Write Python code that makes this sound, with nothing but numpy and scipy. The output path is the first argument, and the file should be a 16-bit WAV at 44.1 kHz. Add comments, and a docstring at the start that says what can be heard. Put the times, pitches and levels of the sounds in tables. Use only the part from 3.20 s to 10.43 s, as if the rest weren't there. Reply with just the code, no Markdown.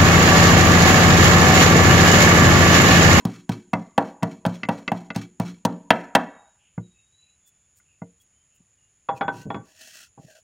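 """Pestle and mortar

A wooden pestle pounds damp spice paste in a heavy wooden mortar, four blows a second, close to a phone
among nearby walls. Each blow is a swelling low sine plus damped modes and noise; paste cushions most blows
to a wet thud, and the last reach bare wood and crack. The pestle taps the rim, is set down and wiped, then
a hand scrapes the paste together in strokes of filtered noise and the mortar rocks on the concrete, struck
modes over a low rumble. Birds, narrow bands of noise with a gliding pitch, call faintly far off."""
import sys
import numpy as np
from scipy import signal
from scipy.fft import rfft, irfft, next_fast_len
from scipy.io import wavfile
from scipy.ndimage import uniform_filter1d, map_coordinates

SR = 44100
rng = np.random.default_rng(int(sys.argv[2]) if len(sys.argv) > 2 else 0)


def dump_mix(stems):
    """Bounce the given channels to the path in sys.argv[1] as a 16-bit WAV at rate SR."""
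    frames = np.atleast_2d(stems).T  # one column per channel
    limited = np.clip(frames, -1, 1)  # hard clip at full scale
    pcm = np.round(limited * 32767).astype(np.int16)
    wavfile.write(sys.argv[1], SR, pcm)


N = 318827
T = np.arange(int(.6 * SR)) / SR  # time axis of one event, s
# low, middle and high modes: (from Hz, to Hz)
KNOCK_BAND, CLACK_BAND, CRACK_BAND = (0, 1280), (1280, 3600), (3600, 9000)


def amp(db):
    """Level to gain: 20 dB is a factor of ten in amplitude."""
    return 10 ** (np.asarray(db) / 20)


def unit(x):
    """Power normalisation: scale to rms 1."""
    return x / np.sqrt(np.mean(x ** 2) + 1e-20)


def punch(x):
    """Onset normalisation: scale a hit to rms 1 over its first 20 ms."""
    return x / np.sqrt(np.mean(x[:SR // 50] ** 2) + 1e-20)


def along(points, hz):
    """Logarithmic frequency scale: interpolate (Hz, value) points along it."""
    f, v = np.transpose(points)
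    return np.interp(np.log(hz + 1), np.log(f), v)


def filtered(x, response):
    """Linear filtering: multiply the spectrum of x by a response of frequency."""
    n = x.shape[-1]
    m = next_fast_len(n + 8192)
    return irfft(rfft(x, m) * response(np.fft.rfftfreq(m, 1 / SR)), m)[..., :n]


def coloured(x, spectrum):
    """Spectral shaping: weight x by the given spectrum, then scale to rms 1."""
    return unit(filtered(x, lambda hz: amp(along(spectrum, hz))))


def fade(t60):
    """Exponential damping: a fall of 60 dB in t60 seconds."""
    return np.exp(-np.log(1000) * T / t60)


def grains(size, spread_db):
    """Impulsive noise: samples differ widely in size, like tiny crumbs and films breaking."""
    sizes = amp(spread_db * np.clip(rng.standard_normal(size), -2, 2))
    return unit(rng.standard_normal(size) * sizes)


def wobble(size, rate):
    """Slow random modulation: a smooth curve with rate knots a second."""
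    knots = rng.standard_normal(8192)
    return map_coordinates(knots, [np.arange(size) * rate / SR], mode="wrap")


def gliding(hz, width_hz):
    """Quadrature modulation: noise within about width_hz either side of a moving centre hz."""
    band = filtered(rng.standard_normal((2, len(T))), lambda f: 1 / (1 + (f / width_hz) ** 4))
    turn = 2 * np.pi * np.cumsum(hz) / SR
    return unit(band[0] * np.cos(turn) + band[1] * np.sin(turn))


def gesture(s, length, attack, release):
    """Movement envelope: the gain builds up, holds for its length and dies away."""
    t = np.maximum(np.arange(N) / SR - s, 0)
    return (1 - np.exp(-(t / attack) ** 2)) * np.exp(-np.maximum(t - length, 0) / release)


def add(track, s, sound):
    """Superposition: mix a sound in at s seconds, which may lie before the start."""
    start = round(s * SR)
    sound, start = sound[max(-start, 0):], max(start, 0)
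    track[start:start + len(sound)] += sound[:max(N - start, 0)]


def ring(modes, band, scatter_db):
    """Modal synthesis: damped modes within a band, at new strengths each hit, alternating in polarity."""
    chance = rng.standard_normal((len(modes), 2))
    total = 0
    for k, ((hz, db, t60), (strength, phase)) in enumerate(zip(modes, chance)):
        if band[0] <= hz < band[1]:
            gain = (-1) ** k * amp(db + scatter_db * strength)
            total = total + gain * fade(t60) * np.sin(2 * np.pi * hz * T + phase / 2)
    return punch(total)


SCATTER_DB = 2  # how much a mode's strength varies from hit to hit
BLUR_DB = -5


def contact(modes, band, spectrum, t60, rise):
    """Modal overlap: a few clear modes stand among many crowded ones that blur to noise."""
    blur = punch(coloured(rng.standard_normal(len(T)), spectrum) * fade(t60))
    return punch((ring(modes, band, SCATTER_DB) + amp(BLUR_DB) * blur) * (1 - np.exp(-T / rise)))


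THUD_LOW_HZ = 80
# the ground and the nearest wall throw each thud back: delay_s, level_db
ECHOES = [(.0048, -5), (.0076, -12), (.0172, -11)]


def thud(hz, swell):
    """Heavy damping: a few low cycles swell, die and echo; the small bowl radiates little deep bass."""
    def push(t):
        return np.sin(2 * np.pi * hz * t) * (t / swell) ** 2 * np.exp(-t / swell)

    echoed = push(T) + sum(amp(db) * push(np.maximum(T - delay, 0)) for delay, db in ECHOES)
    return punch(signal.sosfilt(signal.butter(2, THUD_LOW_HZ, "high", fs=SR, output="sos"), echoed))


# decay of the near echoes: frequency_hz, t60_s
YARD = [(100, 0.15), (400, 0.44), (1000, 0.14), (2500, 0.48), (5000, 0.13), (12000, .12)]
# late echoes against the near ones: frequency_hz, level_db
FAR_WALLS = [(300, -31.5), (650, -24), (1000, -14.5), (1900, -19), (4000, -38)]
FAR_T60_S = 1.0
# colour of all the scattered echoes: frequency_hz, reflected_db
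WALLS = [(60, -2.5), (250, 1.5), (500, -1), (1500, -3.5), (3000, -15), (5000, -12.5), (15000, -17)]


def reflected(hit, wet_db, delay):
    """Diffuse reverberation: a hit with scattered echoes, their near part decaying by frequency."""
    hz, t, z = signal.stft(rng.standard_normal(len(T)), SR, nperseg=256)
    near = np.exp(-np.log(1000) * t / along(YARD, hz)[:, None])
    far = amp(along(FAR_WALLS, hz))[:, None] * np.exp(-np.log(1000) * t / FAR_T60_S)
    tail = signal.istft(z * (near + far), SR, nperseg=256)[1][:len(T)]
    tail = filtered(tail, lambda f: amp(along(WALLS, f))) * (1 - np.exp(-(T / delay) ** 2))
    return hit + amp(wet_db) * signal.fftconvolve(hit, tail)[:len(T)]


# hollow tones of the bowl: pitch_hz, width_hz, level_db before BOWL_DB
BOWL = [(2290, 33, -3), (2640, 60, -9), (3110, 45, -8), (3330, 90, -6), (3780, 50, -9), (4090, 45, -5),
        (4250, 70, -3), (4760, 55, -8), (5520, 150, -6), (5740, 55, -5), (6260, 70, -5), (6620, 130, -6)]
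BOWL_DB, OPEN_DB = 10, -6  # sound through the hollow tones, sound straight out


def hollow(x):
    """Cavity resonance: sounds made inside the bowl take on its hollow tones."""
    def tones(f):
        return sum(amp(db) * 1j * f * w / (hz * hz - f * f + 1j * f * w) for hz, w, db in BOWL)

    return filtered(x, lambda f: amp(OPEN_DB) + amp(BOWL_DB) * tones(f))


# relative spectrum of the hiss: frequency_hz, density_db (per Hz)
HISS = [(30, -6.5), (65, 7.5), (110, 6.5), (300, -8), (1000, -13), (2700, -9.5), (4500, -19.5),
        (6200, -15.5), (6750, 7), (7200, 4), (7700, -20), (8700, -16.5), (9900, -6.5), (11200, -31.5),
        (14000, -31.5), (15500, -33.5)]


def hiss():
    """Electronic noise: the phone's own steady hiss, with a band near 7 kHz."""
    return amp(-65.0) * coloured(rng.standard_normal(N), HISS)


# pestle on paste and wood: start_s, thud_db, knock_db, clack_db, crack_db, paste_db (for paste())
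BLOWS = [(-.19, -15, -18, -23, -44, -34), (.052, -18, -33, -49, -41.5, -43.5),
         (0.2928, -19.5, -31.5, -38.5, -41.5, -50.5), (.533, -20, -21, -39.5, -47.5, -53),
         (.779, -19, -13.5, -26.5, -37.5, -50.5), (1.03, -19.5, -24, -35, -40, -51.5),
         (1.252, -35, -23, -33.5, -47, -81), (1.263, -18.5, -32, -42, -42.5, -46),
         (1.488, -19.5, -21, -30.5, -44, -47), (1.718, -22, -21.5, -37, -54.5, -50),
         (1.961, -22.5, -34, -43.5, -39.5, -56), (2.199, -20, -29, -41.5, -45.5, -45),
         (2.4507, -18, -19.5, -36, -29.5, -55), (2.7051, -18, -10, -13.5, -29.5, -47),
         (2.9513, -19, -11.5, -15, -23.5, -52)]
# modes of the mortar: pitch_hz, level_db, t60_s
MORTAR = [(457, -25, 0.25), (540, -10.5, 0.05), (650, -8.5, 0.07), (785, -0.5, 0.035), (858.3, -4.5, 0.018),
          (946.6, -4, 0.056), (1157.6, -14, 0.033), (1310, -9, 0.02), (1386, -12.5, 0.031),
          (1530, -5.5, 0.041), (1745, -10.5, .05), (1850, -22, 0.04), (1932, -17, 0.087),
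          (2210, -10.5, 0.023), (2565, -14, .035), (2680, -10, .04), (3190, -14, .03), (3490, -20, .03),
          (3830, -18, .04), (4253, -16, .04), (4557, -17, .04), (5620, -28, 0.015), (6606, -7.5, .03)]
# relative spectrum of the blurred knock: frequency_hz, density_db (per Hz)
WOOD = [(250, -21), (500, -9), (720, -2), (930, -5), (1300, -13.5), (2000, -23.5), (4000, -66)]
# relative spectrum of the blurred clack: frequency_hz, density_db (per Hz)
EDGE = [(700, -27), (1400, 7), (2100, -4), (3000, -2), (4200, -12.5), (8000, -42)]
# relative spectrum of crushing and grit: frequency_hz, density_db (per Hz)
CRACK = [(1500, -9), (3500, 2), (6000, -2), (8000, -6), (11000, -10), (13000, -16.5), (15500, -12)]
# the thud rises in pitch as the paste thins and the wood knocks louder
CUSHIONED_HZ, BARE_HZ = 166, 226  # limits for the quietest and the loudest knocks
THIRD_BARE_DB, THINNING_DB = -22, 2  # knock level one third of the way up, and the slope's scale


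def pounding():
    """Contact stiffness: thinner paste under the pestle gives a higher thud and more knock and crack."""
    out = np.zeros(N)
    for s, thud_db, knock_db, clack_db, crack_db, _ in BLOWS:
        bare = 1 / (1 + 2 * np.exp((THIRD_BARE_DB - knock_db) / THINNING_DB))
        hz = CUSHIONED_HZ + bare * (BARE_HZ - CUSHIONED_HZ)
        knock = amp(knock_db) * contact(MORTAR, KNOCK_BAND, WOOD, t60=0.15, rise=0.0003)
        clack = amp(clack_db) * contact(MORTAR, CLACK_BAND, EDGE, t60=0.049, rise=0.00039)
        crush = punch(coloured(grains(len(T), 2.6), CRACK) * fade(0.029))
        splitting = crush + amp(-15.0) * ring(MORTAR, CRACK_BAND, scatter_db=4.5)
        crack = amp(crack_db) * punch(splitting * (1 - np.exp(-T / 0.00065)))
        low = amp(thud_db) * thud(hz, swell=0.0014)
        # the wood speaks just before the thud
        add(out, s - .0005, reflected(knock + clack + crack, wet_db=-38, delay=.008))
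        add(out, s + 0.0011, reflected(low, wet_db=-34.5, delay=0.028))
    return out


# long resonances of the mortar and the space round it: pitch_hz, gain_db, t60_s
STANDING = [(112.6, 2, 0.18), (176.2, -0.5, 0.42), (204, -6, 0.13), (283.6, 3.5, 0.14), (318, 0, 0.11),
            (358, 4, 0.48), (468, -2.5, 0.49), (636, -10.5, 0.7), (770, -10.5, 0.46), (970, -5.5, .36),
            (1147, -8, .35)]


def standing_waves(x, delay):
    """Resonance: the mortar and its space hum on at their own frequencies after each hit."""
    hum = 0
    for hz, db, t60 in STANDING:
        per_sample = 2 * np.log(1000) / (t60 * SR)  # makes the gain at resonance close to gain_db
        hum = hum + amp(db) * per_sample * fade(t60) * np.cos(2 * np.pi * hz * T)
    return signal.fftconvolve(x, hum * (1 - np.exp(-(T / delay) ** 2)))[:N]


# the pestle slides on the paste or pulls free of it: start_s, level_db (before a 1 dB lift and hollow())
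SMACKS = [(0.083, -69), (0.316, -38.5), (0.87, -53.5), (1.11, -50), (1.339, -48.5), (1.575, -51.5),
          (1.946, -45), (1.971, -42), (2.012, -43.5), (2.276, -45.5), (3.005, -56)]
# relative spectrum of squeezed paste: frequency_hz, density_db (per Hz)
PASTE = [(400, -10.5), (1200, 18.5), (2500, 8), (4000, 2.5), (6500, -1), (8500, -2), (12500, -9),
         (15500, -11)]
SPIT_T60_S, SQUEEZE_ATTACK_S, SQUEEZE_LENGTH_S = 0.015, .008, 0.12
SMACK_ATTACK_S, SMACK_T60_S = .0022, 0.13
CLUMP_DB = 3  # squeezed paste gives way in clumps


def paste():
    """Film rupture: damp paste spits under the landing pestle, squeezes out and smacks as it lifts."""
    out = np.zeros(N)
    spit_spectrum = [(3000, -19.0), (9000, -1.0), (15500, -3)]
    for s, *_, paste_db in BLOWS:
        spit = punch(coloured(grains(len(T), 2.8), spit_spectrum) * fade(SPIT_T60_S))
        clumps = unit(amp(CLUMP_DB * wobble(len(T), rate=130)))
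        squeeze = (1 - np.exp(-T / SQUEEZE_ATTACK_S)) * np.exp(-(T / SQUEEZE_LENGTH_S) ** 2) * clumps
        ooze = squeeze * coloured(grains(len(T), 8.7), PASTE)
        add(out, s, amp(paste_db) * (amp(3.5) * spit + ooze))
    for s, db in SMACKS:
        smack = coloured(grains(len(T), 12.0), PASTE) * fade(SMACK_T60_S)
        add(out, s, amp(db + 1) * punch(smack * (1 - np.exp(-T / SMACK_ATTACK_S))))
    return hollow(out)


# the side of the pestle meets the rim:
# start_s, thud_hz, thud_db, knock_db (before the glancing filter), clack_db, clack_upper_edge_hz
TAPS = [(0.535, 200, -60, -66, -28.5, 6100), (1.0244, 175, -30.5, -43, -40, 5000),
        (1.433, 202, -33, -45, -28.5, 7000), (1.451, 202, -41, -53, -41, 6000),
        (1.678, 231, -33.5, -38.5, -25.5, 7000), (1.903, 214.5, -34.5, -43, -33, 5000),
        (1.953, 159, -49.5, -47, -45, 6000), (3.578, 134, -26.5, -43.5, -46.5, 1470),
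        (4.599, 180.2, -68.5, -78, -63.5, 1585), (4.818, 165, -34, -44, -51, 1600),
        (5.403, 152, -53.5, -73, -84, 1200)]
# modes of the pestle's shaft: pitch_hz, level_db, t60_s
PESTLE = [(1170, -9, .07), (1450, -7, .06), (1960, -4, .03), (2067, 1, .06), (2218, -7, .04),
          (2638, -5, .05), (3039, -12, .025), (3340, -15, .03), (3873, -16, .02), (4517, -18, .03),
          (5876, -22, .025)]
TAP_SWELL_S = .0015


def tapping():
    """Coupled bodies: the shaft's modes clack on the rim while the nudged mortar knocks and thuds."""
    out = np.zeros(N)
    knock_spectrum = [(300, 1.5), (550, 15.0), (1200, -16.0), (2500, -28.5)]
    clack_spectrum = [(900, 5.0), (2050, 10), (3300, -1), (7000, -12.5), (15000, -55)]
    glancing = signal.butter(2, 800, fs=SR, output="sos")  # a glancing touch is duller
    for s, hz, thud_db, knock_db, clack_db, edge_hz in TAPS:
        knock = amp(knock_db) * contact(MORTAR, KNOCK_BAND, knock_spectrum, t60=0.11, rise=0.00086)
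        knock = amp(5.5) * signal.sosfilt(glancing, knock)
        clack = contact(PESTLE, (0, SR), clack_spectrum, t60=0.04, rise=0.00017)
        clack = signal.sosfilt(signal.butter(4, edge_hz, fs=SR, output="sos"), clack)
        low = amp(thud_db) * thud(hz, swell=TAP_SWELL_S)
        add(out, s, reflected(knock + amp(clack_db) * punch(clack) + low, wet_db=-42.0, delay=0.0027))
    return out


# bird notes, some pure, some hoarse:
# start_s, length_s, pitch_hz, level_db (before the swell), half_width (share of pitch), opening_slide_hz
BIRD = [(3.082, 0.3, 3790, -69.5, 0.0091, -52), (3.385, 0.2, 2790, -68.5, 0.19, -0.5),
        (3.615, 0.33, 3780, -68.5, .006, 119.5), (3.735, 0.14, 2680, -69.5, .03, -120),
        (3.92, 0.25, 3955, -63, 0.0073, -72), (3.994, .24, 2670, -74, 0.096, 1),
        (4.203, 0.28, 3455, -73.5, 0.0049, 28.5), (4.645, .18, 2602, -70.5, 0.076, 152),
        (4.999, 0.051, 3320, -64, 0.0045, 0), (5.128, 0.15, 3130, -76, .016, -130),
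        (5.294, 0.14, 2800, -73, 0.1, -2.5), (5.57, 0.15, 2800, -75, 0.016, 119)]
SLIDE_S = .055  # a note settles on its pitch


def bird():
    """Frequency modulation: thin calls slide on to their pitch and flutter; hoarse ones spread round it."""
    out = np.zeros(N)
    for s, length, hz, db, hoarse, slide_hz in BIRD:
        swell = np.sin(np.pi * np.minimum(T / length, 1) ** 0.6)
        call = gliding(hz + slide_hz * np.exp(-T / SLIDE_S), hoarse * hz)
        add(out, s, amp(db) * swell * call)
    return out


# fingers wipe the pestle: middle_s, peak_db
WIPES = [(4.28, -60.5), (4.579, -60.5), (5.019, -62.5), (5.36, -69)]
# finger strokes along the bowl, levels before the swell:
# start_s, length_s, rub_db, air_hum_db, palm_db, palm_start_hz, palm_end_hz
STROKES = [(5.944, .06, -56.5, -80, -56, 2700, 2300), (6.108, .16, -52.5, -74, -61, 2650, 2720),
           (6.417, .19, -59.5, -66, -70, 1600, 1840), (6.539, 0.21, -47.5, -61.5, -62, 1780, 1720),
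           (6.648, 0.25, -47, -65, -58, 1650, 1400), (6.98, 0.15, -61, -55.5, -70.5, 1900, 1850),
           (7.064, .16, -57.5, -56, -59.5, 1720, 1400)]
# relative spectrum of rubbed crumbs: frequency_hz, density_db (per Hz)
RUB = [(120, -40), (200, 5), (509, -14), (647, -5), (950, -11.5), (1480, -5), (1940, 2), (2150, -14),
       (2700, 3.5), (3620, -8), (4300, -4), (6760, -3), (13300, -14.5), (16000, -12)]
PALM_WIDTH_HZ = 122
CATCH_DB, CRUMBLE_DB = 1.4, 1.8  # fingers catch and slip slowly, crumbs quickly


def hand():
    """Stick-slip friction: fingers wipe, then rub crumbs in swelling strokes under a shifting hollow palm."""
    t, rubbing = np.arange(N) / SR, np.zeros(N)
    air_spectrum = [(400, -27.5), (590, -14.5), (640, -5.5), (700, -21.5), (900, -28.0), (3000, -70)]
    for s, length, rub_db, hum_db, palm_db, from_hz, to_hz in STROKES:
        way = np.minimum(T / length, 1)
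        swell = np.abs(np.sin(np.pi * way)) ** 1.42
        slow, quick = wobble(len(T), rate=39.7), wobble(len(T), rate=210)
        catch = unit(amp(CATCH_DB * slow + CRUMBLE_DB * quick))
        crumbs = coloured(grains(len(T), 5.4), RUB)
        scrape = unit(crumbs + hollow(crumbs))
        air = coloured(rng.standard_normal(len(T)), air_spectrum)  # hum of the bowl's air
        palm = gliding(from_hz + way * (to_hz - from_hz), PALM_WIDTH_HZ)
        stroke = amp(rub_db) * scrape + amp(hum_db) * air + amp(palm_db) * palm
        add(rubbing, s, swell * catch * stroke)
    wiping = sum(amp(db) * np.exp(-((t - at) / 0.017) ** 2) for at, db in WIPES)
    wipe_spectrum = [(1000, -3.5), (3000, -12.0), (9000, 4.0), (13000, -3.5), (15500, 2)]
    return rubbing + wiping * coloured(grains(N, 14.0), wipe_spectrum)


# the tipped foot rolls over the concrete: start_s, length_s, level_db
ROLLS = [(5.881, 0.086, -43.5), (6.026, 0.19, -42.5), (6.25, 0.019, -28), (6.346, 0.013, -30.5),
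         (6.973, 0.017, -45), (7.035, 0.012, -47)]
# relative spectrum of the rumble: frequency_hz, density_db (per Hz)
RUMBLE = [(40, -27.5), (85, -2), (130, 10), (200, 0), (350, -7.5), (700, -19.5), (1500, -73.5)]
ROLL_ATTACK_S, ROLL_RELEASE_S = 0.012, 0.028


def rolling():
    """Rolling contact: the tipped foot rumbles in lumps, low noise with a random level."""
    weight = sum(amp(db) * gesture(s, length, ROLL_ATTACK_S, ROLL_RELEASE_S) for s, length, db in ROLLS)
    lumps = amp(1.4 * wobble(N, rate=33))
    return weight * unit(lumps * coloured(rng.standard_normal(N), RUMBLE))


# the mortar's foot on the floor: start_s, thud_db, knock_db, clack_db, ring_db
ROCKS = [(5.8874, -40, -21, -39, -46), (6.0097, -32, -22, -29.5, -36), (6.08, -32, -23.5, -37, -27),
         (6.303, -33.5, -29, -39, -58), (6.344, -33, -34, -42, -50), (6.365, -38, -42, -70, -58),
         (6.976, -50, -49, -80, -78)]
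# modes of the foot on the floor: pitch_hz, level_db, t60_s
FOOT = [(445, 4, 0.1), (520, 4, 0.12), (653.7, 3, 0.12), (797, 13, 0.17), (945, 9.5, 0.13),
        (1004, 13.5, 0.033), (1140, 9, 0.07), (1400, 0, .07), (1830, -5, 0.035), (2250, -8, .03),
        (2590, -9, 0.03), (3381, -7, .11)]
# relative spectrum of the foot's blurred clack: frequency_hz, density_db (per Hz)
FOOT_EDGE = [(700, -29.5), (1400, 1.5), (2100, 4.5), (2900, -7), (3500, -6), (4000, -15), (8000, -45)]
# the tipped mortar rings freely: pitch_hz, level_db, t60_s
FREE_RING = [(1453, -10, .15), (1518, 0, .17), (1545, -9, .09)]
FOOT_THUD_HZ, GRIT_DB = 245, -34  # the grit's level is counted from the thud's


def rocking():
    """Impact excitation: the mortar tips under the hand and its foot knocks back, exciting its modes."""
    out = np.zeros(N)
    for s, thud_db, knock_db, clack_db, ring_db in ROCKS:
        knock = amp(knock_db) * contact(FOOT, KNOCK_BAND, WOOD, t60=0.12, rise=0.00097)
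        clack = amp(clack_db) * contact(FOOT, CLACK_BAND, FOOT_EDGE, t60=0.07, rise=0.0008)
        free = ring(FREE_RING, CLACK_BAND, scatter_db=1) * (1 - np.exp(-T / .002))
        grit = amp(GRIT_DB) * punch(coloured(grains(len(T), 2.2), CRACK) * fade(0.038))
        low = amp(thud_db) * (grit + thud(FOOT_THUD_HZ, swell=0.00098))
        hit = knock + clack + amp(ring_db) * free + low
        add(out, s, reflected(hit, wet_db=-39.5, delay=0.0012))
    return out


# side against middle: frequency_hz, level_db
WIDTH = [(1500, -70), (4400, -29), (8000, -17), (15000, -7)]


def scene():
    """Mid-side stereo: all sources sit in the middle; mainly their treble differs in phase at the sides."""
    wood = pounding() + tapping() + rocking()
    mid = wood + standing_waves(wood, delay=0.0047) + rolling() + paste() + hand() + bird()
    side = filtered(mid, lambda hz: 1j * amp(along(WIDTH, hz)))  # a quarter turn of phase
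    return np.array([mid + side, mid - side])


# suppressor threshold: frequency_hz, level_db
QUIET = [(100, -51), (400, -65), (1000, -68.5), (2500, -93.5), (5000, -110)]


def suppressed(x):
    """Spectral gating: bands that sink below a threshold are turned down, cutting quiet tails short."""
    hz, _, z = signal.stft(x, SR, nperseg=512)
    smooth = uniform_filter1d(np.abs(z) ** 2, size=3, axis=1)  # over frequency
    power = np.abs(uniform_filter1d(smooth, size=3, axis=2))  # over time
    gain = np.sqrt(power / (power + amp(along(QUIET, hz))[:, None] ** 2))
    return signal.istft(z * gain, SR, nperseg=512)[1][:, :N]


TOP_HZ = 16100  # upper band limit


def record(dry):
    """Limited band and soft saturation: the phone thins bass, suppresses quiet, hisses and rounds peaks."""
    thinned = signal.sosfilt(signal.butter(2, 62, "high", fs=SR, output="sos"), dry)
    x = suppressed(thinned) + hiss()
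    rounded = x / (1 + np.abs(x / .82) ** 5) ** (1 / 5)
    return filtered(rounded, lambda hz: 1 / (1 + (hz / TOP_HZ) ** 120))


dry = scene()
out = record(dry)
dump_mix(out)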